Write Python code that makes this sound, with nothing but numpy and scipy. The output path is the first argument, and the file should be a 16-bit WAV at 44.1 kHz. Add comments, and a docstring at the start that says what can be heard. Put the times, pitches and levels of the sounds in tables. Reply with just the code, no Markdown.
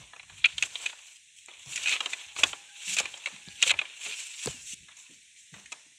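"""Split bamboo strips are dragged over poles and knock against them, close to a phone: stick-and-slip
noise scrapes, ringing tones with a crack and a hollow knock clack, and single fibres snap.
Hands and pole ends thud on the ground as short low tones; wind buffets the microphone as low noise.
Steady noise makes an outdoor hush, wavering sines a faint far tone near 800 Hz and a bird's falling
whistles. The phone cuts the deepest bass and turns steady noise down."""
import sys
import numpy as np
from scipy import signal
from scipy.fft import rfft, irfft, next_fast_len
from scipy.io import wavfile
from scipy.ndimage import uniform_filter1d, map_coordinates

SR = 44100
rng = np.random.default_rng(int(sys.argv[2]) if len(sys.argv) > 2 else 0)


def unload_wav(signal):
    """Save mono or channel-first audio to the path in sys.argv[1] as 16-bit WAV at rate SR, clipped to [-1, 1]."""
    wavfile.write(
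        sys.argv[1],
        SR,
        np.round(np.clip(np.atleast_2d(signal).T, -1, 1) * 32767).astype(np.int16),
    )


def rack_gain(trim_db):
    """Turn a fader trim in dB into the linear factor to multiply a signal by."""
    fader = np.asarray(trim_db, float)
    return 10 ** (fader / 20)


N = 263718  # length in samples

# Pulls of a strip over the poles; rise and fall are the times for 20 dB, at least 0.002 s:
# (peak t/s, rise t/s, fall t/s, peak level/dB, fibre hiss against the scrape level/dB)
STROKES = [(0.01, 1.8, 0.23, -49.5, -5.5), (0.28, -0.4, 0.4, -57, -6), (0.40, 0.14, -1.1, -51.5, 0.5),
           (0.49, 0.23, 0.47, -49.5, -5.5), (0.57, -0.3, 0.6, -49.5, -0.5), (0.658, 0.04, 0.03, -40, -0.5),
           (0.74, .1, 0.16, -49.5, 1), (0.842, 0.15, 0.13, -40, -3), (1.0, 0, 0.2, -54, -5.5),
           (1.10, 0.45, 0.12, -52.5, 0.3), (1.17, 0.1, -0.03, -54.5, 2.5), (1.365, -0.04, .12, -55, 4.5),
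           (1.461, -0.0349, -0.64, -41, 1.5), (1.61, 0.4, .3, -51.5, -6), (1.71, 0.1052, 0.38, -42.5, .1),
           (1.86, 0.1539, 0.24, -36.5, -5), (1.90, 0.11, .1, -35.5, -5), (1.929, 0.0666, 0.06, -27.5, -8.5),
           (1.963, 0.09, -0.03, -36, -9), (2.12, 0.24, 0.08, -45.5, 1), (2.22, 0.22, 0.14, -45, -4),
           (2.34, 1.2, 0.7, -56.5, -7.5), (2.395, 0.0452, 0.05, -35, -1.5), (2.48, 0.14, 0.11, -43, 2.7),
           (2.77, 3.3, 3.5, -55, -2.5), (2.83, 0.1, 0.47, -44, -3), (2.9, 0.0848, 0.23, -39.5, 1),
           (2.945, .15, 0.03, -34, 0.5), (2.989, 0.0334, 0.0318, -26, -5), (3.004, 0.03, 0, -32, -0.5),
           (3.03, -0.02, 0.08, -37, -20), (3.22, -0.3, 0.1, -51, -5), (3.36, 1.1, -0.3, -51.5, -3.5),
           (3.585, 0.45, 0.3, -49.5, -3), (3.644, 0.0638, -0.0157, -34, -4.5),
           (3.682, 0.0372, 0.02, -22, -3), (3.716, 0.0667, -0.01, -25, -4.5), (3.77, -4, 1.6, -50.5, -35.5),
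           (3.9, 2, 2.5, -58, -13), (4.049, 0.1, 0.28, -39.5, -0.5), (4.2, 0.35, 0.35, -42.5, -0.5),
           (4.269, -0.34, 0.01, -42, 1), (4.44, 0.15, 0.19, -43.5, 3), (4.51, 0.24, 0.02, -43.5, 2.5),
           (4.669, -0.9, 0.2, -50.5, -1), (4.743, 0.27, 0, -46.5, 7), (4.834, -2.3, 0.65, -57.5, -15),
           (4.968, 0, 0.26, -51, 0.7), (5.11, -0.3, 0.5, -59, 0.5), (5.39, 0.05, 0.24, -57.5, 2.5),
           (5.569, 0.13, 0.16, -51.5, -2), (5.98, -0.2, 4.2, -52, -4)]
# How firmly the strip bears on the poles: (t/s, sound of the poles against the scrape level/dB)
BEARING = [(0, -11.5), (0.3, -9.5), (0.45, -16), (0.8, -13.5), (1.15, -13), (1.25, -33), (1.42, -35),
           (1.5, -15), (1.8, -14.5), (1.9, -19.5), (2.05, -10.5), (2.3, -14), (2.45, -12.5), (2.75, -18),
           (2.92, -24), (3.05, -10.5), (3.3, -11), (3.5, -21), (3.68, -20.5), (3.8, -9), (4.0, -20.5),
           (4.4, -20), (4.53, -9.5), (4.7, -31), (4.87, -21), (4.93, -11.5), (5.13, -11), (5.22, -40),
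           (5.5, -38), (5.56, -7.5), (5.8, -7.5), (5.98, -25)]
# Tone colour of the scraping strip: (f/Hz, relative level per Hz level/dB)
SCRAPE_COLOUR = [(820, -55.5), (1400, -19.5), (1660, -20), (2060, -12), (2330, -3.5), (2670, -2),
                 (3010, -5), (3670, -6), (4370, -13.5), (4900, -34.5), (6370, -64), (10800, -120)]
# Tone colour of the hissing fibres: (f/Hz, relative level per Hz level/dB)
FIBRE_COLOUR = [(2760, -44), (4700, -9), (5000, -10.5), (5180, -7.5), (6230, -2.5), (6830, -2), (7450, 1.5),
                (12000, -25.5), (15000, -33), (16000, -38)]
# Tone colour of the rubbed hollow poles: (f/Hz, relative level per Hz level/dB)
POLE_COLOUR = [(150, -48.5), (250, -16.5), (663, -12.5), (842, -12.5), (1020, -8.5), (1260, -15.5),
               (1800, -9.5), (2340, -40.5), (3960, -120)]
# After each knock a low-mid noise tail lingers and fades: level against the knock, time to fall by 20 dB
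TAIL_DB, TAIL_FALL_S = -14, 0.062

# Puffs of wind; rise and fall are the times for 20 dB, at least 0.002 s:
# (peak t/s, rise t/s, fall t/s, peak level/dB)
GUSTS = [(0.0, .02, 0.06, -45), (0.315, .012, 0.1, -58), (0.42, 0.43, .06, -59), (0.53, -2, 0.5, -64.5),
         (0.66, 0.5, 0.02, -59), (0.8, -0.7, 0, -70), (1.67, -0.03, .24, -58), (1.96, 2.2, 2, -77),
         (2.4, 0.02, -0.03, -55.5), (2.5, 0.14, 0.03, -48.5), (2.86, -1, -2.7, -79),
         (3.03, -0.2, 0.15, -58), (3.33, -0.1, 5, -84.5), (3.49, -0.1, 0.12, -61), (3.66, -0.1, 0, -60),
         (3.75, 0.2, .08, -56), (4.06, -0.5, 0, -84.5), (4.48, .015, 0.11, -46.5), (4.62, -0.6, 0.5, -67.5),
         (4.75, -0.1, -0.03, -57), (4.85, 0.4, -0.5, -66.5), (5.11, .08, 2, -79.5),
         (5.535, -0.34, 0.1, -61)]
# Tone colour of the wind at the microphone: (f/Hz, relative level per Hz level/dB)
WIND_COLOUR = [(13, -40), (22, -20), (52, -0.5), (96, -3.5), (182, -10.5), (250, -28.5), (320, -61.5),
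               (550, -120)]
CALM_DB = -91.5  # steady wind beneath the puffs

# Tone colour of the outdoor hush: (f/Hz, relative level per Hz level/dB)
HUSH_COLOUR = [(26, -42.5), (45, -18), (179, -5.5), (536, -11), (984, -12), (1190, -20), (1770, 2.5),
               (3240, -0.5), (3480, 2), (4390, -3.5), (4710, -3), (6540, 0), (8860, -1.5), (12000, -25.5),
               (15600, -55.5), (22000, -120)]

# Blows of strip on pole: (t/s, peak of the strip's ring level/dB, favoured ring f/Hz,
# crack of the skins against the ring level/dB, hollow knock against the ring level/dB)
CLACKS = [(0.1346, -35, 1770, -31.5, -7.5), (0.1638, -38.5, 2590, -8.5, -8), (0.197, -30.5, 2410, -29, -19),
          (0.231, -41.5, 2380, -5, -9), (0.2974, -39.5, 1660, -11.5, -11), (0.4017, -38, 2330, -23.5, -31),
          (0.4433, -16.5, 3320, -21, -40), (0.4453, -6.5, 2470, -50, -42), (0.454, -20, 2480, -15, -28),
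          (0.457, -15, 2500, -10, -31), (0.4586, -13, 2470, -28, -28), (0.5821, -17.5, 3300, -11, -28.5),
          (0.6257, -10.5, 2460, -5.5, -29.5), (0.6345, -18.5, 2670, -8.5, -21),
          (0.7567, -20, 3460, -21, -21.5), (0.8587, -30.5, 2570, -3, -13), (0.8621, -14.5, 2610, -11, -38),
          (0.9299, -39.5, 2570, -12.5, -4), (0.99, -40.5, 2740, -5.5, -14), (1.4853, -36, 2180, -13, -10),
          (1.5143, -40, 2980, -17.5, -12.5), (1.5378, -41.5, 2760, -7, -26), (1.5945, -44, 2870, 1, -14.5),
          (1.76, -24.5, 2680, 4.5, -47), (1.767, -26, 2350, 2, -25), (1.777, -22, 2330, -10, -42),
          (1.835, -36, 2780, 9, -43), (1.86, -16, 2680, -19, -27), (1.8731, -15, 2630, -15.5, -28),
          (1.883, -17, 2600, -7, -21), (1.8939, -15.5, 2480, -4, -40), (1.925, -17, 2540, -10, -33.5),
          (1.938, -22, 2500, -10, -12), (1.9596, -31.5, 2500, -16, -5), (2.0059, -17.5, 2740, -11.5, -11.5),
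          (2.0601, -16.5, 3110, -12.5, -14.5), (2.1335, -19, 2230, -11, -23), (2.213, -37, 3450, -40, -18),
          (2.364, -29, 2540, -9, -9), (2.389, -30.5, 2680, -9, -4.5), (2.435, -7.5, 2630, -28, -14.5),
          (2.4366, -7.5, 3160, -6.5, -18), (2.532, -22, 2950, -34, -11.5), (2.9681, -21.5, 2510, 0, -16),
          (2.9871, -19, 2330, 3.5, -48), (3.0004, -21, 2280, 3.5, -8), (3.0561, -21.5, 2400, -12, -16),
          (3.1416, -28, 2980, -18, -16.5), (3.1753, -40, 2070, 4.5, -7.5), (3.2406, -35.5, 2600, -8, -46),
          (3.26, -18, 2300, -13.5, -23.5), (3.271, -24.5, 2380, -12, -12.5),
          (3.3621, -37.5, 2480, -3.5, -14.5), (3.6202, -25, 3800, -0.5, -25),
          (3.6268, -7.5, 2670, -3.5, -32), (3.635, -12.5, 3300, -13, -20), (3.6957, -13, 2780, -37.5, -32),
          (3.707, -8, 2580, -25, -27), (3.7122, -17, 2280, -10, -12.5), (3.7398, -26, 2380, -32, -9),
          (3.7911, -14, 2410, -17, -21), (3.8156, -22.5, 2330, -19.5, -11.5), (3.8545, -30, 2500, -22, -21),
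          (4.0625, -30, 2610, -7, -12.5), (4.8861, -38.5, 1780, -9, -9.5), (5.5408, -37.5, 1940, -7, -7),
          (5.6595, -37.5, 2200, -2, -50), (5.7209, -33, 2640, 1, -11), (5.725, -27.5, 2310, -4, -12.5)]
# Bending tones of a strip: (f/Hz, relative level/dB)
STRIP_TONES = [(1450, -6.5), (1750, -3.5), (2050, -1), (2300, -4), (2480, 1), (2680, -1.5), (2930, -1),
               (3280, 1.5), (3480, -1), (3800, 1.5), (4100, -2), (4400, -14)]
# Tones of the air and wall of the hollow poles: (f/Hz, relative level/dB)
POLE_TONES = [(330, -10), (480, -9.5), (590, -4), (700, -2), (810, -1.5), (930, -2.5), (1040, 0),
              (1180, -1), (1300, 3)]
# Tone colour of the cracking hard skins: (f/Hz, relative level per Hz level/dB)
SKIN_COLOUR = [(2760, -39.5), (4700, -10), (5310, -10.5), (6480, -3), (7450, -3.5), (10500, -25),
               (11200, -35), (15000, -49)]
# Time for a ring at RING_AT_HZ to fall by 60 dB; higher rings die sooner by this power of pitch
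RING_T60_S, RING_AT_HZ, DAMPING_GROWS = 0.032, 2500, 0.8
KNOCK_RISE_S = 0.0026  # the air in a pole answers a little after the blow

# Single fibres snapping: (t/s, peak level/dB, f/Hz)
SNAPS = [(0.377, -44, 7000), (1.661, -31, 6000), (2.2646, -35.5, 6060), (2.3644, -29, 4000),
         (3.486, -26, 4000), (4.4597, -11.5, 7500), (4.4721, -17.5, 4420), (5.659, -38.5, 6050)]
# The snap swells for half this many cycles, then fades; a push in air pressure lies under its ring
SNAP_CYCLES, SNAP_PUSH_DB = 1.56, -13.5

# Dull blows on the ground: (t/s, peak level/dB, f/Hz, time to fall by 60 dB t/s)
THUDS = [(1.665, -47.5, 133, 0.18), (2.41, -39.5, 594, 0.11), (2.877, -48, 189, 0.47),
         (3.005, -30.5, 510, 0.049), (3.328, -49, 191, 0.18), (3.479, -41, 187, 0.032),
         (3.665, -35.5, 519, 0.07), (4.064, -46, 424, 0.13), (4.462, -31, 248, 0.032),
         (4.4755, -23.5, 564, 0.019), (4.479, -34, 134.4, 0.078), (4.545, -48, 247, 0.1),
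         (4.736, -46, 226.5, 0.023), (4.83, -55, 167, 0.06), (5.098, -54.5, 276.5, 0.15),
         (5.527, -45, 156, 0.13), (5.565, -50, 200.3, 0.24), (5.866, -57.5, 298.6, 0.044),
         (5.92, -64, 302, 0.08)]

# Far held tone, before its waver and flutter: (t/s, f/Hz, rms level/dB)
FAR_TONE = [(2.1, 790, -92), (2.18, 833, -69), (2.6, 813, -67), (2.85, 821, -70.5), (3.3, 846, -74),
            (3.6, 800, -68.5), (3.68, 800, -103)]
# About an octave above it, one list a note, before waver and flutter: (t/s, f/Hz, rms level/dB)
FAR_OCTAVE = [
    [(2.62, 1530, -74), (2.7, 1575, -62), (2.78, 1626, -60), (2.84, 1620, -87)],
    [(3.42, 1680, -81), (3.48, 1660, -59), (3.56, 1620, -63.5), (3.62, 1560, -78.5)],
]

# Bird whistles, one list a note, before waver and flutter: (t/s, f/Hz, rms level/dB)
BIRD = [
    [(3.38, 2720, -75), (3.42, 2680, -63), (3.47, 2600, -72)],
    [(3.54, 2820, -70), (3.57, 2800, -54), (3.62, 2780, -60)],
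    [(3.86, 2910, -62), (3.92, 2870, -55), (3.96, 2790, -56), (4.01, 2600, -59)],
    [(4.15, 2650, -66), (4.2, 2670, -54), (4.27, 2650, -53), (4.33, 2600, -66)],
    [(4.47, 3150, -56), (4.52, 2960, -50), (4.57, 2710, -53), (4.6, 2650, -53), (4.625, 2630, -68)],
]

# Most that the noise suppressor can turn each pitch down: (f/Hz, depth level/dB)
SUPPRESSION = [(60, 5), (250, 21), (1200, 19), (2200, 5), (4100, 5), (4750, 17), (5800, 3), (11000, 5)]


def unit(x):
    """Scale to rms 1."""
    return x / np.sqrt(np.mean(x ** 2) + 1e-20)


def peak(x):
    """Scale to peak 1."""
    return x / np.abs(x).max()


def add(track, s, x):
    """Mix x into track from time s."""
    part = track[round(s * SR):][:len(x)]
    part += x[:len(part)]


def curves(rows):
    """Draw one value per sample for each column after the time."""
    s, *columns = np.transpose(rows)
    return [np.interp(np.arange(N) / SR, s, column) for column in columns]


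def wobble(rate):
    """A smooth random curve through this many random points a second."""
    points = rng.standard_normal(int(N * rate / SR) + 4)
    return map_coordinates(points, [np.arange(N) * rate / SR])


def coloured(x, spectrum):
    """Filter x through a spectrum of (f/Hz, level/dB) points, then scale to rms 1."""
    m = next_fast_len(len(x) + 8192)  # spare room for the filter's tail
    hz, db = np.transpose(spectrum)
    log_hz = np.log(np.fft.rfftfreq(m, 1 / SR) + 1)
    gain = rack_gain(np.interp(log_hz, np.log(hz), db))
    return unit(irfft(rfft(x, m) * gain, m)[:len(x)])


def swells(peak_s, rise_s, fall_s, db):
    """Gain per sample of swells that climb and sink evenly in dB; their powers add."""
    late = np.arange(0, N + 32, 32) / SR - np.asarray(peak_s)[:, None]  # one point every 32 samples
    rise, fall = np.reshape(rise_s, (-1, 1)), np.reshape(fall_s, (-1, 1))
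    span = np.maximum(np.where(late < 0, rise, fall), 0.002)
    level_db = np.asarray(db)[:, None] - 20 * np.abs(late) / span
    power = np.sum(rack_gain(level_db) ** 2, axis=0)
    return np.sqrt(np.interp(np.arange(N) / 32, np.arange(len(power)), power))


def slips(rate, spread_db, judder_db, judder_hz, smooth):
    """Stick and slip: about rate tiny uneven jerks a second over smooth rubbing, all juddering in level."""
    luck = np.minimum(rng.exponential(size=N), 3)
    size = rack_gain(spread_db * luck) * rng.standard_normal(N)
    jerks = unit(size * (rng.random(N) < rate / SR))
    rubbing = smooth * rng.standard_normal(N)
    return rack_gain(judder_db * wobble(judder_hz)) * (jerks + rubbing)


def patchy(x, patchy_db):
    """The contact point slides along the strip, so narrow bands of pitch come and go."""
    z = signal.stft(x, nperseg=512)[2]
    field = rng.standard_normal(z.shape)
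    field = uniform_filter1d(field, size=3, axis=0)  # smooth over pitch
    field = uniform_filter1d(field, size=7, axis=1)  # smooth over time
    return unit(signal.istft(z * rack_gain(patchy_db * unit(field)), nperseg=512)[1][:N])


def drag():
    """One rubbing motion excites strip, fibres and hollow poles; a low-mid noise tail follows each knock."""
    s, rise, fall, db, hiss_db = np.transpose(STROKES)
    scrape = swells(s, rise, fall, db)
    hiss = swells(s, rise, fall, db + hiss_db)
    hit_s, hit_db, _, _, knock_db = np.transpose(CLACKS)
    tail = swells(hit_s, 0.002, TAIL_FALL_S, hit_db + knock_db + TAIL_DB)
    low_mid = np.hypot(scrape * rack_gain(curves(BEARING)[0]), tail)

    rub = slips(rate=1500, spread_db=2.3, judder_db=2.4, judder_hz=70, smooth=1.2)
    fine = slips(rate=3900, spread_db=4, judder_db=1.5, judder_hz=72.7, smooth=2.3)
    dull = slips(rate=600, spread_db=3, judder_db=2.5, judder_hz=30, smooth=1.1)
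    # the shared rub ties the three sounds together
    strip_sound = patchy(coloured(rub, SCRAPE_COLOUR), patchy_db=1.0)
    fibre_sound = patchy(coloured(0.89 * rub + fine, FIBRE_COLOUR), patchy_db=2.0)
    pole_sound = patchy(coloured(0.68 * rub + dull, POLE_COLOUR), patchy_db=0.5)
    return scrape * strip_sound + hiss * fibre_sound + low_mid * pole_sound


def wind():
    """Wind buffets the microphone port: lumpy low noise swells in puffs."""
    lumps = rack_gain(2.5 * wobble(18)) * rng.standard_normal(N)
    gain = swells(*np.transpose(GUSTS)) + rack_gain(CALM_DB)
    return gain * coloured(lumps, WIND_COLOUR)


def hush():
    """Leaves and distance blend into smooth noise whose level drifts slightly."""
    return rack_gain(-55.0 + 0.84 * wobble(2.964)) * coloured(rng.standard_normal(N), HUSH_COLOUR)


def ring(tones, t, t60, favour_db, detune, scatter_db):
    """Dying tones; each blow lands elsewhere, so pitch, strength and phase shift."""
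    hz, db = np.transpose(tones)
    pitch_luck, level_luck, start_phase = rng.standard_normal((3, len(hz)))
    shifted_hz = hz * (1 + detune * pitch_luck)
    phase = 2 * np.pi * shifted_hz[:, None] * t + start_phase[:, None]
    strength = rack_gain(db + favour_db + scatter_db * level_luck)
    return strength @ np.sin(phase) * rack_gain(-60 * t / t60)


def clacks():
    """Strip on pole: the strip rings and rattles, the hard skins crack, the hollow pole knocks."""
    track, t = np.zeros(N), np.arange(SR // 6) / SR
    strip_hz = np.array(STRIP_TONES)[:, 0]
    for s, db, hz, crack_db, knock_db in CLACKS:
        t60 = RING_T60_S * (RING_AT_HZ / hz) ** DAMPING_GROWS
        rise = 1 - np.exp(-t / (0.033 * t60))  # short rings start sharper
        # tones near the favoured pitch take most of the blow
        favour_db = -np.minimum(40 * np.abs(np.log2(strip_hz / hz)), 14)
        wood = peak(rise * ring(STRIP_TONES, t, t60, favour_db, detune=0.034, scatter_db=2.0))
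        skin_noise = coloured(rng.standard_normal(len(t)), SKIN_COLOUR)
        crack = peak(rise * skin_noise * rack_gain(-60 * t / (0.78 * t60)))
        knock_rise = 1 - np.exp(-t / KNOCK_RISE_S)
        knock = peak(knock_rise * ring(POLE_TONES, t, 1.2 * t60, 0, detune=0.07, scatter_db=3.5))
        # the loose strip rattles on a little after the blow
        rattle_noise = coloured(rng.standard_normal(len(t)), SCRAPE_COLOUR)
        rattle = rise * rattle_noise * rack_gain(-20 - 60 * t / (2.2 * t60))
        blow = wood + rattle + rack_gain(crack_db) * crack + rack_gain(knock_db) * knock
        add(track, s - 0.0015, rack_gain(db) * blow)  # starts early to leave time for the rise
    return track


def snaps():
    """A fibre lets go: a few quick cycles riding on a tiny push in air pressure."""
    track, t = np.zeros(N), np.arange(SR // 100) / SR
    for s, db, hz in SNAPS:
        u = hz * t / SNAP_CYCLES
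        swell = u * np.exp(-2 * u)
        add(track, s, rack_gain(db) * peak(swell * (np.sin(2 * np.pi * hz * t) - rack_gain(SNAP_PUSH_DB))))
    return track


def thuds():
    """Soft contact with the ground: a low ring and a puff of low noise die away together."""
    track, t = np.zeros(N), np.arange(SR // 4) / SR
    for s, db, hz, t60 in THUDS:
        fade = rack_gain(-60 * t / t60) * (1 - np.exp(-t / 0.002))
        puff_colour = [(30, -30), (0.5 * hz, -6), (hz, 0), (1.9 * hz, -14), (9 * hz, -45)]
        puff = coloured(rng.standard_normal(len(t)), puff_colour)
        thud = peak(fade * (np.sin(2 * np.pi * hz * t) + 0.55 * puff))
        add(track, s - 0.003, rack_gain(db) * thud)  # starts early to leave time for the rise
    return track


def whistle(rows, waver_hz, flutter_db):
    """A slightly unsteady sine along a pitch and level curve."""
    hz, db = curves(rows)
    t = np.arange(N) / SR
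    sounding = (t > rows[0][0]) & (t < rows[-1][0])
    phase = 2 * np.pi * np.cumsum(hz + waver_hz * wobble(60)) / SR
    level = np.sqrt(2) * rack_gain(db + flutter_db * wobble(24.71))  # a sine peaks at sqrt(2) times its rms
    return sounding * level * np.sin(phase)


def far_tone():
    """A faint held sine; now and then a rougher one shows about an octave above."""
    octave = sum(whistle(note, waver_hz=30, flutter_db=3) for note in FAR_OCTAVE)
    return whistle(FAR_TONE, waver_hz=10, flutter_db=2.5) + octave


def bird():
    """A bird's short whistles, mostly falling: each is one gliding sine."""
    return sum(whistle(note, waver_hz=9, flutter_db=1.8) for note in BIRD)


def scene():
    """Everything reaches one microphone in the open air."""
    bamboo = drag() + clacks() + snaps()
    return (bamboo + wind() + hush() + thuds() + far_tone() + bird())[None]


def suppressed(x, margin_db, release_db):
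    """Turn each band down near its own quiet level; a sudden sound opens it, then it closes slowly."""
    hz, t, z = signal.stft(x, SR, nperseg=512, noverlap=384)
    power = uniform_filter1d(np.abs(z) ** 2, size=4, axis=0)  # smooth over pitch
    power = uniform_filter1d(power, size=7, axis=1)  # smooth over time
    level = 10 * np.log10(np.abs(power) + 1e-20)
    quiet = np.percentile(level, 15, axis=1)[:, None]
    excess = np.minimum(level - quiet - margin_db, 16)
    # after each peak, the held excess sinks by release_db a second
    held = np.maximum.accumulate(excess + release_db * t, axis=1) - release_db * t
    depth_db = np.interp(hz, *np.transpose(SUPPRESSION))[:, None]
    gain = rack_gain(-depth_db / (1 + np.exp(held / 3)))
    return signal.istft(z * gain, SR, nperseg=512, noverlap=384)[1][:N]


def top_cut(x):
    """Nothing passes above the cut-off."""
    return signal.sosfilt(signal.butter(12, 15830, fs=SR, output="sos"), x)


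def record(dry):
    """The microphone cuts the deepest bass; then the phone turns steady noise down."""
    low_cut = signal.butter(3, 58, "high", fs=SR, output="sos")
    heard = suppressed(signal.sosfilt(low_cut, dry[0]), margin_db=4, release_db=80.5)
    return top_cut(heard[None])


dry = scene()
out = record(dry)
unload_wav(out)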